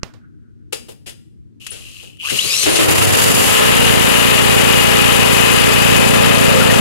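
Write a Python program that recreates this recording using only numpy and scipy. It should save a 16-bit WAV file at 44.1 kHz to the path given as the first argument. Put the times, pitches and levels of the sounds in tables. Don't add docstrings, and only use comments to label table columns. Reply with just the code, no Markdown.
import sys
import numpy as np
from scipy import signal
from scipy.fft import rfft, irfft
from scipy.io import wavfile
from scipy.ndimage import uniform_filter1d, minimum_filter1d

SR = 44100
rng = np.random.default_rng(int(sys.argv[2]) if len(sys.argv) > 2 else 0)


def pcm_store(signal):
    levels = np.round(np.clip(np.atleast_2d(signal), -1, 1) * 32767)
    wavfile.write(sys.argv[1], SR, levels.astype(np.int16).T)


N = 300100
TIME, HZ = np.arange(N) / SR, np.fft.rfftfreq(N, 1 / SR)


def gain_of(db):
    return 10 ** (np.asarray(db) / 20)


def unit_rms(x):
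    return x / np.sqrt(np.mean(x ** 2) + 1e-20)


def curve(points):
    hz, value = np.transpose(points)
    return np.interp(np.log(HZ + 1), np.log(hz + 1), value)


def fader(points):
    return gain_of(np.interp(TIME, *np.transpose(points)))


def colour(x, spectrum):
    cepstrum = irfft(np.log(gain_of(curve(spectrum))), N)
    fold = 1 + np.sign(N / 2 - np.arange(N))
    fold[0] = 1
    return irfft(rfft(x) * np.exp(rfft(cepstrum * fold)), N)


def noise(spectrum):
    return unit_rms(colour(rng.standard_normal((2, N)), spectrum))


def wander(rate_hz):
    return unit_rms(irfft(rfft(rng.standard_normal(N)) * np.exp(-(HZ / rate_hz) ** 2), N))


def burst(start, rise, t60):
    t = np.maximum(TIME - start, 0)
    return (1 - np.exp(-t / rise)) * np.exp(-np.log(1000) * t / t60)


def bump(x, centre, half_width):
    return np.exp(-((x - centre) / half_width) ** 2)


def tone(turns):
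    return np.array([np.cos(2 * np.pi * turns), np.sin(2 * np.pi * turns)])


def excite(hits, response):
    return signal.fftconvolve(np.atleast_2d(hits), np.atleast_2d(response), axes=1)[:, :N]


def scatter(x, t60):
    t = TIME[:SR // 2]
    tail = rng.standard_normal((2, len(t))) * np.exp(-np.log(1000) * t / t60)
    return excite(x, tail / np.linalg.norm(tail[0]))


# (frequency [Hz], correlation [-1..1])
MIC_LIKENESS = [(60, -1.07), (130, -0.76), (300, -0.8268), (640, -0.702), (1400, -0.4065), (3000, -0.1242),
                (15000, 0)]
def microphones(paths, pan):
    a, b = rfft(paths)
    same, right = np.clip(curve(MIC_LIKENESS), -1, 1), gain_of(-curve(pan))
    pair = np.array([a, right * (same * a + np.sqrt(1 - same ** 2) * b)])
    return irfft(2 * pair / np.sqrt(1 + right ** 2 - 2 * same * right), N)


# (frequency [Hz], level [dB])
TRAFFIC_EQ = [(12, -73), (20, -33), (37, -18), (54, 1.5), (109, -1), (171, -8), (207, -11), (238, -2.5),
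              (266, -19.5), (298, -10), (452, -30.5), (705, -47), (1540, -49), (10800, -64), (15500, -80)]
# (frequency [Hz], left minus right [dB])
YARD_PAN = [(200, 2), (380, 13.3), (700, 5), (2400, 1)]
def yard(traffic_db=-42, ring_db=-58, ring_t60=1.76):
    waver = gain_of(3.5 * wander(25))
    airy = noise([(900, -29.5), (1300, -9), (1480, -2), (1800, -16), (2400, -29), (5000, -60)])
    ring = airy * waver * burst(0, .0037, ring_t60)
    return microphones(gain_of(traffic_db) * noise(TRAFFIC_EQ) + gain_of(ring_db) * ring, YARD_PAN)


# (time [s], level [dB], attack [s])
FINGER_KNOCKS = [(0.0324, -5.5, 0.00012), (0.137, -18.5, 0.0046)]
def knocks(click_db=-3, rattle_db=-25, push_hz=230):
    out = np.zeros(N)
    for start, db, rise in FINGER_KNOCKS:
        bright = noise([(300, 6), (2000, -2.5), (7000, -6), (13000, -33)])[0]
        loose = noise([(100, 2.5), (1200, -3), (5000, -13.5), (12000, -29)])[0]
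        click = gain_of(click_db) * burst(start, rise, .012) * bright
        push = burst(start, rise, .0082) * np.sin(2 * np.pi * push_hz * (TIME - start))
        rattle = gain_of(rattle_db) * burst(start, .00069, .23) * loose
        out += gain_of(db) * (click + push + rattle)
    return gain_of([[-23], [0]]) * out


# (time [s], length [s], pitch [Hz], level [dB])
HINGE_SQUEAKS = [(6.5, .14, 520, -16), (6.51, .03, 1520, -23), (6.603, .028, 1410, -15),
                 (6.6, .022, 2020, -21), (6.693, .026, 1860, -14.5)]
def hinge(sag=.028):
    out = np.zeros(N)
    for start, length, hz, db in HINGE_SQUEAKS:
        progress = np.clip((TIME - start) / length, 0, 1)
        turns = np.cumsum(hz * (1 + sag * (.5 - progress))) / SR + .087 * wander(170)
        out += gain_of(db) * np.sin(np.pi * progress) * tone(turns)[0]
    return gain_of([[3], [-4]]) * out


# (time [s], level [dB], length [s])
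PISTON_PUFFS = [(2.313, -16.5, 0.045), (2.44, -19, 0.03), (2.626, -26, 0.057)]
# (frequency [Hz], level [dB])
INTAKE_EQ = [(40, -25.5), (100, -1), (215, -2), (275, -8), (410, 1), (660, -15.5), (1500, -28)]
def cranking(bed_db=-38):
    swell = sum(gain_of(db) * burst(start, length / 2, 3 * length) for start, db, length in PISTON_PUFFS)
    turning = np.interp(TIME, [2.27, 2.32, 2.65, 2.7], [0, 1, 1, 0])
    return (2 * swell + gain_of(bed_db) * turning) * noise(INTAKE_EQ)


# (time [s], level [dB], attack [s], t60 [s], relative thud [dB])
SOCKET_CLANKS = [(0.7244, -23.5, 0.0015, 0.19, -2), (0.73, -24.5, 0.0012, 0.02, 1),
                 (0.882, -34.5, 0.013, 0.15, 6.5), (0.92, -41, 0.0011, 0.018, -18),
                 (1.06, -24.5, 0.019, 0.17, -3.5), (1.094, -31, 0.0028, 0.023, -11),
                 (1.665, -20.5, 0.0017, 0.045, -23), (1.714, -34.5, 0.0026, 0.42, -4),
                 (2.027, -45.5, 0.0013, 0.35, 2.5), (2.169, -45, 0.0016, 0.026, -12),
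                 (2.296, -14.5, 0.0055, 0.11, -28), (2.624, -15, 0.0052, 0.2, -27.5),
                 (2.754, -10, 0.004, 0.15, -10)]
# (frequency [Hz], level [dB])
STEEL_EQ = [(350, -33), (600, -10), (890, -16.5), (1400, -5), (2100, -5.5), (2870, 2), (4560, -6.5),
            (5150, -4), (5660, -9.5), (6850, -5), (11000, -6), (15500, -35)]
# (frequency [Hz], level [dB], t60 [s])
SOCKET_MODES = [(470, 5, .11), (2826, 2, .15), (3100, 6, .14), (4037, -1, .23), (5023, 8, .34),
                (7311, -1, .22), (10500, -7, .4)]
def socket(ring_db=-19, squeak_db=-24, squeak_hz=9500, seated_s=1.6, soft_contact_s=.01):
    chatter, thud, blows = np.zeros((3, N))
    for start, db, rise, t60, thud_db in SOCKET_CLANKS:
        shape = gain_of(db) * burst(start, rise, t60)
        chatter += shape
        thud += gain_of(thud_db) * shape
        if start < seated_s:
            blows[int(start * SR)] = gain_of(db) * min(1, t60 / .1) / (1 + rise / soft_contact_s)
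    modes = sum(gain_of(db) * burst(0, .002, t60) * tone(hz * TIME) for hz, db, t60 in SOCKET_MODES)
    ring = gain_of(ring_db) * excite(blows, modes[:, :SR])
    glide_hz = squeak_hz + np.interp(TIME, [1.705, 1.76], [0, 650]) + 220 * wander(560)
    squeak = gain_of(squeak_db) * burst(1.705, .00038, .096) * tone(np.cumsum(glide_hz) / SR)
    thud_eq = [(80, -27), (230, -13), (440, 3.5), (650, -6.5), (2000, -27.5)]
    return chatter * noise(STEEL_EQ) + thud * noise(thud_eq) + ring + squeak


# (pressed [s], released [s], free speed [turns/s], spin-up [s], coast [s])
TRIGGER_PULLS = [(1.598, 2.03, 22, .015, .07), (2.185, 2.625, 885, .63, .38)]
# (time [s], speed lost [share], half length [s])
COMPRESSION_DRAGS = [(2.272, .22, .02), (2.356, .48, .034), (2.66, .1, .015)]
def drill_motion(thrown_off_s=2.82, brake_s=.027):
    free = np.zeros(N)
    for on, off, top, rise, coast in TRIGGER_PULLS:
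        spin_up = 1 - np.exp(-(np.clip(TIME, on, off) - on) / rise)
        free += top * spin_up * np.exp(-np.maximum(TIME - off, 0) / coast)
    load = sum(lost * bump(TIME, at, length) for at, lost, length in COMPRESSION_DRAGS)
    brake = np.exp(-np.maximum(TIME - thrown_off_s, 0) / brake_s)
    return free * (1 - load) * brake, load


def drill_level(full_db, decade_db, load_db, full_hz=430):
    speed, load = drill_motion()
    return full_db + decade_db * np.log10(speed / full_hz + 1e-9) + load_db * load


GEAR_LEVEL = dict(full_db=-20, decade_db=19.8, load_db=15.3)
# (frequency [Hz], level [dB])
SHROUD_EQ = [(1800, -40), (2350, -14), (2600, 0), (2950, 0), (3300, -9), (4000, -35)]
def shroud(ring_db=-3, chatter_hz=160):
    chatter = np.cos(2 * np.pi * (chatter_hz * TIME + .4 * wander(43)))
    pulses = unit_rms(np.exp(.65 * chatter + .25 * wander(110)))
    strain_db = np.interp(TIME, [2.05, 2.2, 2.3, 2.7], [5.5, 14, 4.5, -16])
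    return gain_of(ring_db + drill_level(**GEAR_LEVEL) + strain_db) * pulses * noise(SHROUD_EQ)


# (frequency [Hz], level [dB])
GEARBOX_EQ = [(290, -40), (500, -7.5), (629, -14.5), (954, -24), (1090, -11), (1200, -13.5), (1510, -19),
              (3010, -7), (3740, -10), (4020, -6.5), (5510, -12.5), (6830, -9), (7450, -11), (11600, -13.5),
              (15500, -36)]
def gear_rattle(speed, depth=.06, creep_rattle_hz=160, creep_hz=23):
    slaps = np.cumsum(creep_rattle_hz * speed / creep_hz) / SR + .43 * wander(65)
    teeth = np.exp(depth * np.cos(2 * np.pi * slaps) + .17 * wander(350))
    slack_db = -9 * bump(TIME, 2.195, .035)
    return gain_of(drill_level(**GEAR_LEVEL) + slack_db) * unit_rms(teeth) * noise(GEARBOX_EQ)


# (teeth [per motor turn], level [dB], from [s], to [s])
GEAR_MESHES = [(14, 2.5, 2.235, 2.32), (14, 3.5, 2.378, 2.655), (7, -3, 2.475, 2.555), (10, 1, 2.51, 2.65),
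               (20, 1, 2.56, 2.645), (28, 3.5, 2.69, 2.755)]
# (frequency [Hz], half width [Hz], boost [dB])
WHINE_PEAKS = [(1200, 150, 3), (2950, 600, 13), (6100, 350, 2)]
def drill():
    speed, _ = drill_motion()
    turns = np.cumsum(speed * (1 + .012 * wander(150))) / SR
    whine_db = drill_level(full_db=-27, decade_db=15, load_db=0)
    out = gear_rattle(speed)
    for teeth, db, start, end in GEAR_MESHES:
        loaded = uniform_filter1d(1. * (TIME > start) * (TIME < end), size=1200)
        flare_db = sum(boost * bump(teeth * speed, hz, width) for hz, width, boost in WHINE_PEAKS)
        backlash_db, backlash_turns = 4 * wander(260) - 1, .13 * wander(260)
        level = gain_of(whine_db + db + flare_db + backlash_db)
        out += level * loaded * tone(teeth * turns + backlash_turns)
    return out


CATCH_S, GOVERNED_HZ = 2.657, 28.7
RUNNING = TIME > CATCH_S


def engine_speed(catch_hz=5, overshoot_s=3.62, hunt_hz=1.35, hunt_period_s=.67, settle_s=1.25):
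    to_go = np.interp(TIME, [CATCH_S, overshoot_s], [1, 0])
    t = np.maximum(TIME - overshoot_s, 0)
    governed = GOVERNED_HZ + hunt_hz * np.exp(-t / settle_s) * np.cos(2 * np.pi * t / hunt_period_s)
    return governed + (catch_hz - governed) * to_go ** 1.4


def engine_gain(db, throttle_db, octave_db, walk_db, build_s, throttle_span_hz=1.04):
    speed = engine_speed()
    throttle = np.tanh((GOVERNED_HZ - speed) / throttle_span_hz)
    octaves = np.log2(speed / GOVERNED_HZ)
    walked = np.interp(TIME, (4.15, 3.6), [0, 1])
    built = RUNNING * (1 - bump(TIME, CATCH_S, build_s))
    return built * gain_of(db + throttle_db * throttle + octave_db * octaves + walk_db * walked)


def strikes(cycles, angle, spread, jitter_s):
    when = np.interp(np.arange(angle, cycles[-1]), cycles[RUNNING], TIME[RUNNING])
    size, slip = rng.standard_normal((256, 2))[:len(when)].T
    at = np.clip(np.round((when + jitter_s * slip) * SR).astype(int), 0, N - 1)
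    return np.bincount(at, np.exp(spread * size), N)


def raps(cycles, angles, t60):
    return sum(rng.uniform(.6, 1) * scatter(strikes(cycles, a, .35, .00006), t60) for a in angles)


HOOD_SHUT = np.interp(TIME, [5.67, 6.2], [0, 1])
# (frequency [Hz], gain [dB])
HOOD_EQ = [(60, -1), (200, 5.5), (350, -1), (530, 3), (800, 1), (1250, 0), (2450, -1), (5000, -1),
           (15000, -2)]
def hood(x):
    covered = irfft(rfft(x) * gain_of(curve(HOOD_EQ)), N)
    return x + HOOD_SHUT * (covered - x)


# (harmonic [x cycle rate], hood open [dB], hood shut [dB])
FAN_HARMONICS = [(14, -28, -28), (16, -26, -31), (18, -33, -28), (20, -34, -28.5), (28, -27.5, -33),
                 (34, -32, -41), (36, -33, -45), (41, -29.5, -44), (42, -39, -29.5), (58, -37, -34)]
# (time [s], level [dB])
FAN_FADER = [(3.3, -2), (4.3, -1.5), (4.8, 1), (6.1, 0)]
def fan_tones(speed, cycles):
    tones = np.zeros((2, N))
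    for harmonic, open_db, shut_db in FAN_HARMONICS:
        db = open_db + HOOD_SHUT * (shut_db - open_db) + 2 * wander(4)
        tones += gain_of(db) * tone(harmonic * cycles + .07 * wander(17))
    return RUNNING * (speed / GOVERNED_HZ) ** 3 * fader(FAN_FADER) * tones


# (frequency [Hz], level [dB])
AIR_EQ = [(1000, -17), (3500, -16.5), (4700, 2), (5700, -3), (7200, 3.5), (8600, -1.5), (10700, 3),
          (12000, 0.5), (13300, -11.5), (14500, -9.5), (15600, -11.5)]
def fan_rush(firings, stir, labour, crack_db=5):
    level = engine_gain(-20, throttle_db=.5, octave_db=.5, walk_db=-2.5, build_s=.15)
    flutter = unit_rms(gain_of(1.11 * wander(84)) * (1 + .36 * stir))
    cracks = gain_of(crack_db) * labour * excite(firings, burst(0, .0022, .066)[:SR // 4])
    return level * (flutter * noise(AIR_EQ) + cracks * noise(AIR_EQ))


# (frequency [Hz], t60 [s], level [dB], loudest at [s])
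RASP_MODES = [(2557, 0.018, -5.5, 5.65), (2837, 0.022, -7.5, 4.5)]
def rasp(cycles, spread_s=1.1):
    taps = raps(cycles, (.05, .2, .33, .5, .66, .85), t60=.035)
    out = np.zeros((2, N))
    for hz, t60, db, loudest in RASP_MODES:
        mode = burst(0, .0002, t60) * np.sin(2 * np.pi * hz * TIME)
        swell = np.exp(-((TIME - loudest) / spread_s) ** 2 / 2) * gain_of(.56 * wander(6))
        out += gain_of(db) * swell * unit_rms(excite(taps, mode[:SR // 4]))
    return out


RUNNING_RMS = np.sqrt(RUNNING.mean())
# (frequency [Hz], level [dB])
BLOCK_EQ = [(200, -8.5), (720, -13), (820, -2), (920, -4.5), (1000, 2.5), (1100, -2.5), (1190, 0),
            (1350, 0.5), (1480, -4), (1680, -1.5), (2030, -0.5), (2250, -4), (2550, 0), (2950, 0.5),
            (3300, -5.5), (3750, -6), (4200, -11), (6000, -26.5), (12000, -32.5)]
def clatter(cycles, stir, knock_share=.57):
    level = engine_gain(-17, throttle_db=-1.5, octave_db=-15, walk_db=0, build_s=.5436)
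    angles = (np.arange(10) + rng.random(10)) / 10
    ringing = RUNNING_RMS * unit_rms(colour(raps(cycles, angles, t60=.062), BLOCK_EQ))
    block = np.sqrt(knock_share) * ringing + np.sqrt(1 - knock_share) * noise(BLOCK_EQ)
    return level * (unit_rms(1 + .5 * stir) * block + RUNNING_RMS * rasp(cycles))


# (time [s], level [dB], t60 [s])
COLD_BARKS = [(2.656, -11.5, 0.77), (2.787, -12.5, 0.34), (2.882, -15.5, 0.52)]
def barks(shake_db=-6):
    shape = sum(gain_of(db) * burst(start, .0051, t60) for start, db, t60 in COLD_BARKS)
    gas = noise([(120, -13), (220, -16.5), (310, -4), (440, -9.5), (560, -9), (1000, -22.5), (2000, -52)])
    return shape * (gas + gain_of(shake_db) * noise(BLOCK_EQ))


# (frequency [Hz], level [dB])
BLAST_EQ = [(30, -35), (70, -15), (170, -9.5), (250, -6), (330, -7.5), (440, -3), (570, -6.5), (680, -10),
            (900, -16.5), (1500, -19), (4000, -65.5)]
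def blast(stir, gust=.79):
    level = engine_gain(-21, throttle_db=.5, octave_db=-10, walk_db=2.7, build_s=.39)
    return level * unit_rms(1 + gust * stir) * noise(BLAST_EQ)


# (frequency [Hz], level [dB])
BOOM_EQ = [(25, -42), (55, -10), (80, -6), (102, 4), (125, -0.5), (160, -6.5), (250, -10), (450, -20.5),
           (800, -14), (2000, -53)]
# (time [s], level [dB])
BOOM_FADER = [(2.76, -42), (2.87, -19), (3.02, -18.5), (3.28, -23), (3.45, -24), (3.75, -38)]
def boom(cycles, gas_db=-3):
    uneven = strikes(cycles, 0, .3, .001) + strikes(cycles, .5, .3, .001)
    pulses = unit_rms(colour(uneven, BOOM_EQ))
    return fader(BOOM_FADER) * unit_rms(pulses + gain_of(gas_db) * noise(BOOM_EQ)[0])


# (frequency [Hz], level [dB])
MUFFLER_EQ = [(20, -38), (30, -15), (57, -6), (86, -10), (101, 1), (114, 2.5), (143, 0), (172, -2),
              (200, 2), (230, -1), (260, 3.5), (295, -10), (450, -6), (700, -19), (2000, -71.5)]
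# (time [s], level [dB], half length [s])
HUM_DUCKS = [(3.5, -8, .09), (4.12, -7, .06)]
# (frequency [Hz], left minus right [dB])
THUMP_PAN = [(57, -5), (114, -2.8), (200, -.7), (260, .5)]
def exhaust(cycles, firings, hum_hz=112, lag_rad=.55):
    level = engine_gain(-19.5, throttle_db=.5, octave_db=-9, walk_db=3, build_s=.61)
    thumps = -level * RUNNING_RMS * unit_rms(colour(firings, MUFFLER_EQ))
    hum = irfft(rfft(thumps) * np.exp(-((HZ - hum_hz) / 28) ** 4), N)
    dip_db = sum(db * bump(TIME, at, length) for at, db, length in HUM_DUCKS)
    left = thumps + (gain_of(dip_db) - 1) * hum + boom(cycles)
    right = -irfft(rfft(left) * gain_of(-curve(THUMP_PAN)) * np.exp(-1j * lag_rad), N)
    return np.array([left, right])


# (frequency [Hz], left minus right [dB])
FACING_PAN = [(110, 0.5), (380, 1), (1290, -1), (2380, 3.5), (4400, 0), (7500, 4.5), (10500, 28),
              (15000, 38)]
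SHADED_PAN = [(110, -1.5), (380, 1.5), (700, 4), (1290, 5.5), (2380, 11), (4400, 19), (8120, 18),
              (15000, 65)]
def turning_camera(paths, from_s=3.3, turn_s=.61):
    shade = 1 - np.exp(-np.maximum(TIME - from_s, 0) / turn_s)
    return (1 - shade) * microphones(paths, FACING_PAN) + shade * microphones(paths, SHADED_PAN)


def engine(second_firing=.32, squeeze_db=-8, squeeze_angle=.88):
    speed = engine_speed()
    cycles = np.cumsum(speed * RUNNING) / SR
    labour = np.sqrt(np.clip(1 - speed / GOVERNED_HZ, 0, 1))
    firings = strikes(cycles, 0, .08, .00004) + second_firing * strikes(cycles, .495, .15, .00008)
    stir = excite(firings, burst(0, .032, .23)[:SR // 4])
    gas, block, air = blast(stir), clatter(cycles, stir), fan_rush(firings, stir, labour)
    shake_db = (.6 + 1.2 * labour) * wander(70)
    from_squeeze = (cycles - squeeze_angle + .5) % 1 - .5
    hush = gain_of(squeeze_db * labour * bump(from_squeeze, 0, .12))
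    machinery = hush * (block * gain_of(shake_db) + air * gain_of(shake_db / 2))
    return turning_camera(gas + machinery + fan_tones(speed, cycles) + barks()) + exhaust(cycles, firings)


# (frequency [Hz], left minus right [dB])
DRILL_PAN = [(380, 5.5), (700, 1.7), (1300, 1.6), (2400, 7.5), (4400, 2.3), (8100, 11.5), (15000, 46)]
def scene(echo_db=-13, echo_t60=.51):
    tool = socket() + drill() + shroud() + cranking()
    tool = tool + gain_of(echo_db) * scatter(tool, echo_t60)
    mower = hood(engine()) * RUNNING + hinge()
    return yard() + knocks() + microphones(tool, DRILL_PAN) + mower


def record(dry, ceiling=1.0, cutoff_hz=15800):
    headroom = np.minimum(1, ceiling / (abs(dry) + 1e-9))
    gain = uniform_filter1d(minimum_filter1d(headroom, size=90), size=60)
    lowpass = signal.firwin(511, cutoff_hz, window=("kaiser", 9), fs=SR)
    return signal.oaconvolve(dry * gain, lowpass[None], "same")


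dry = scene()
out = record(dry)
pcm_store(out)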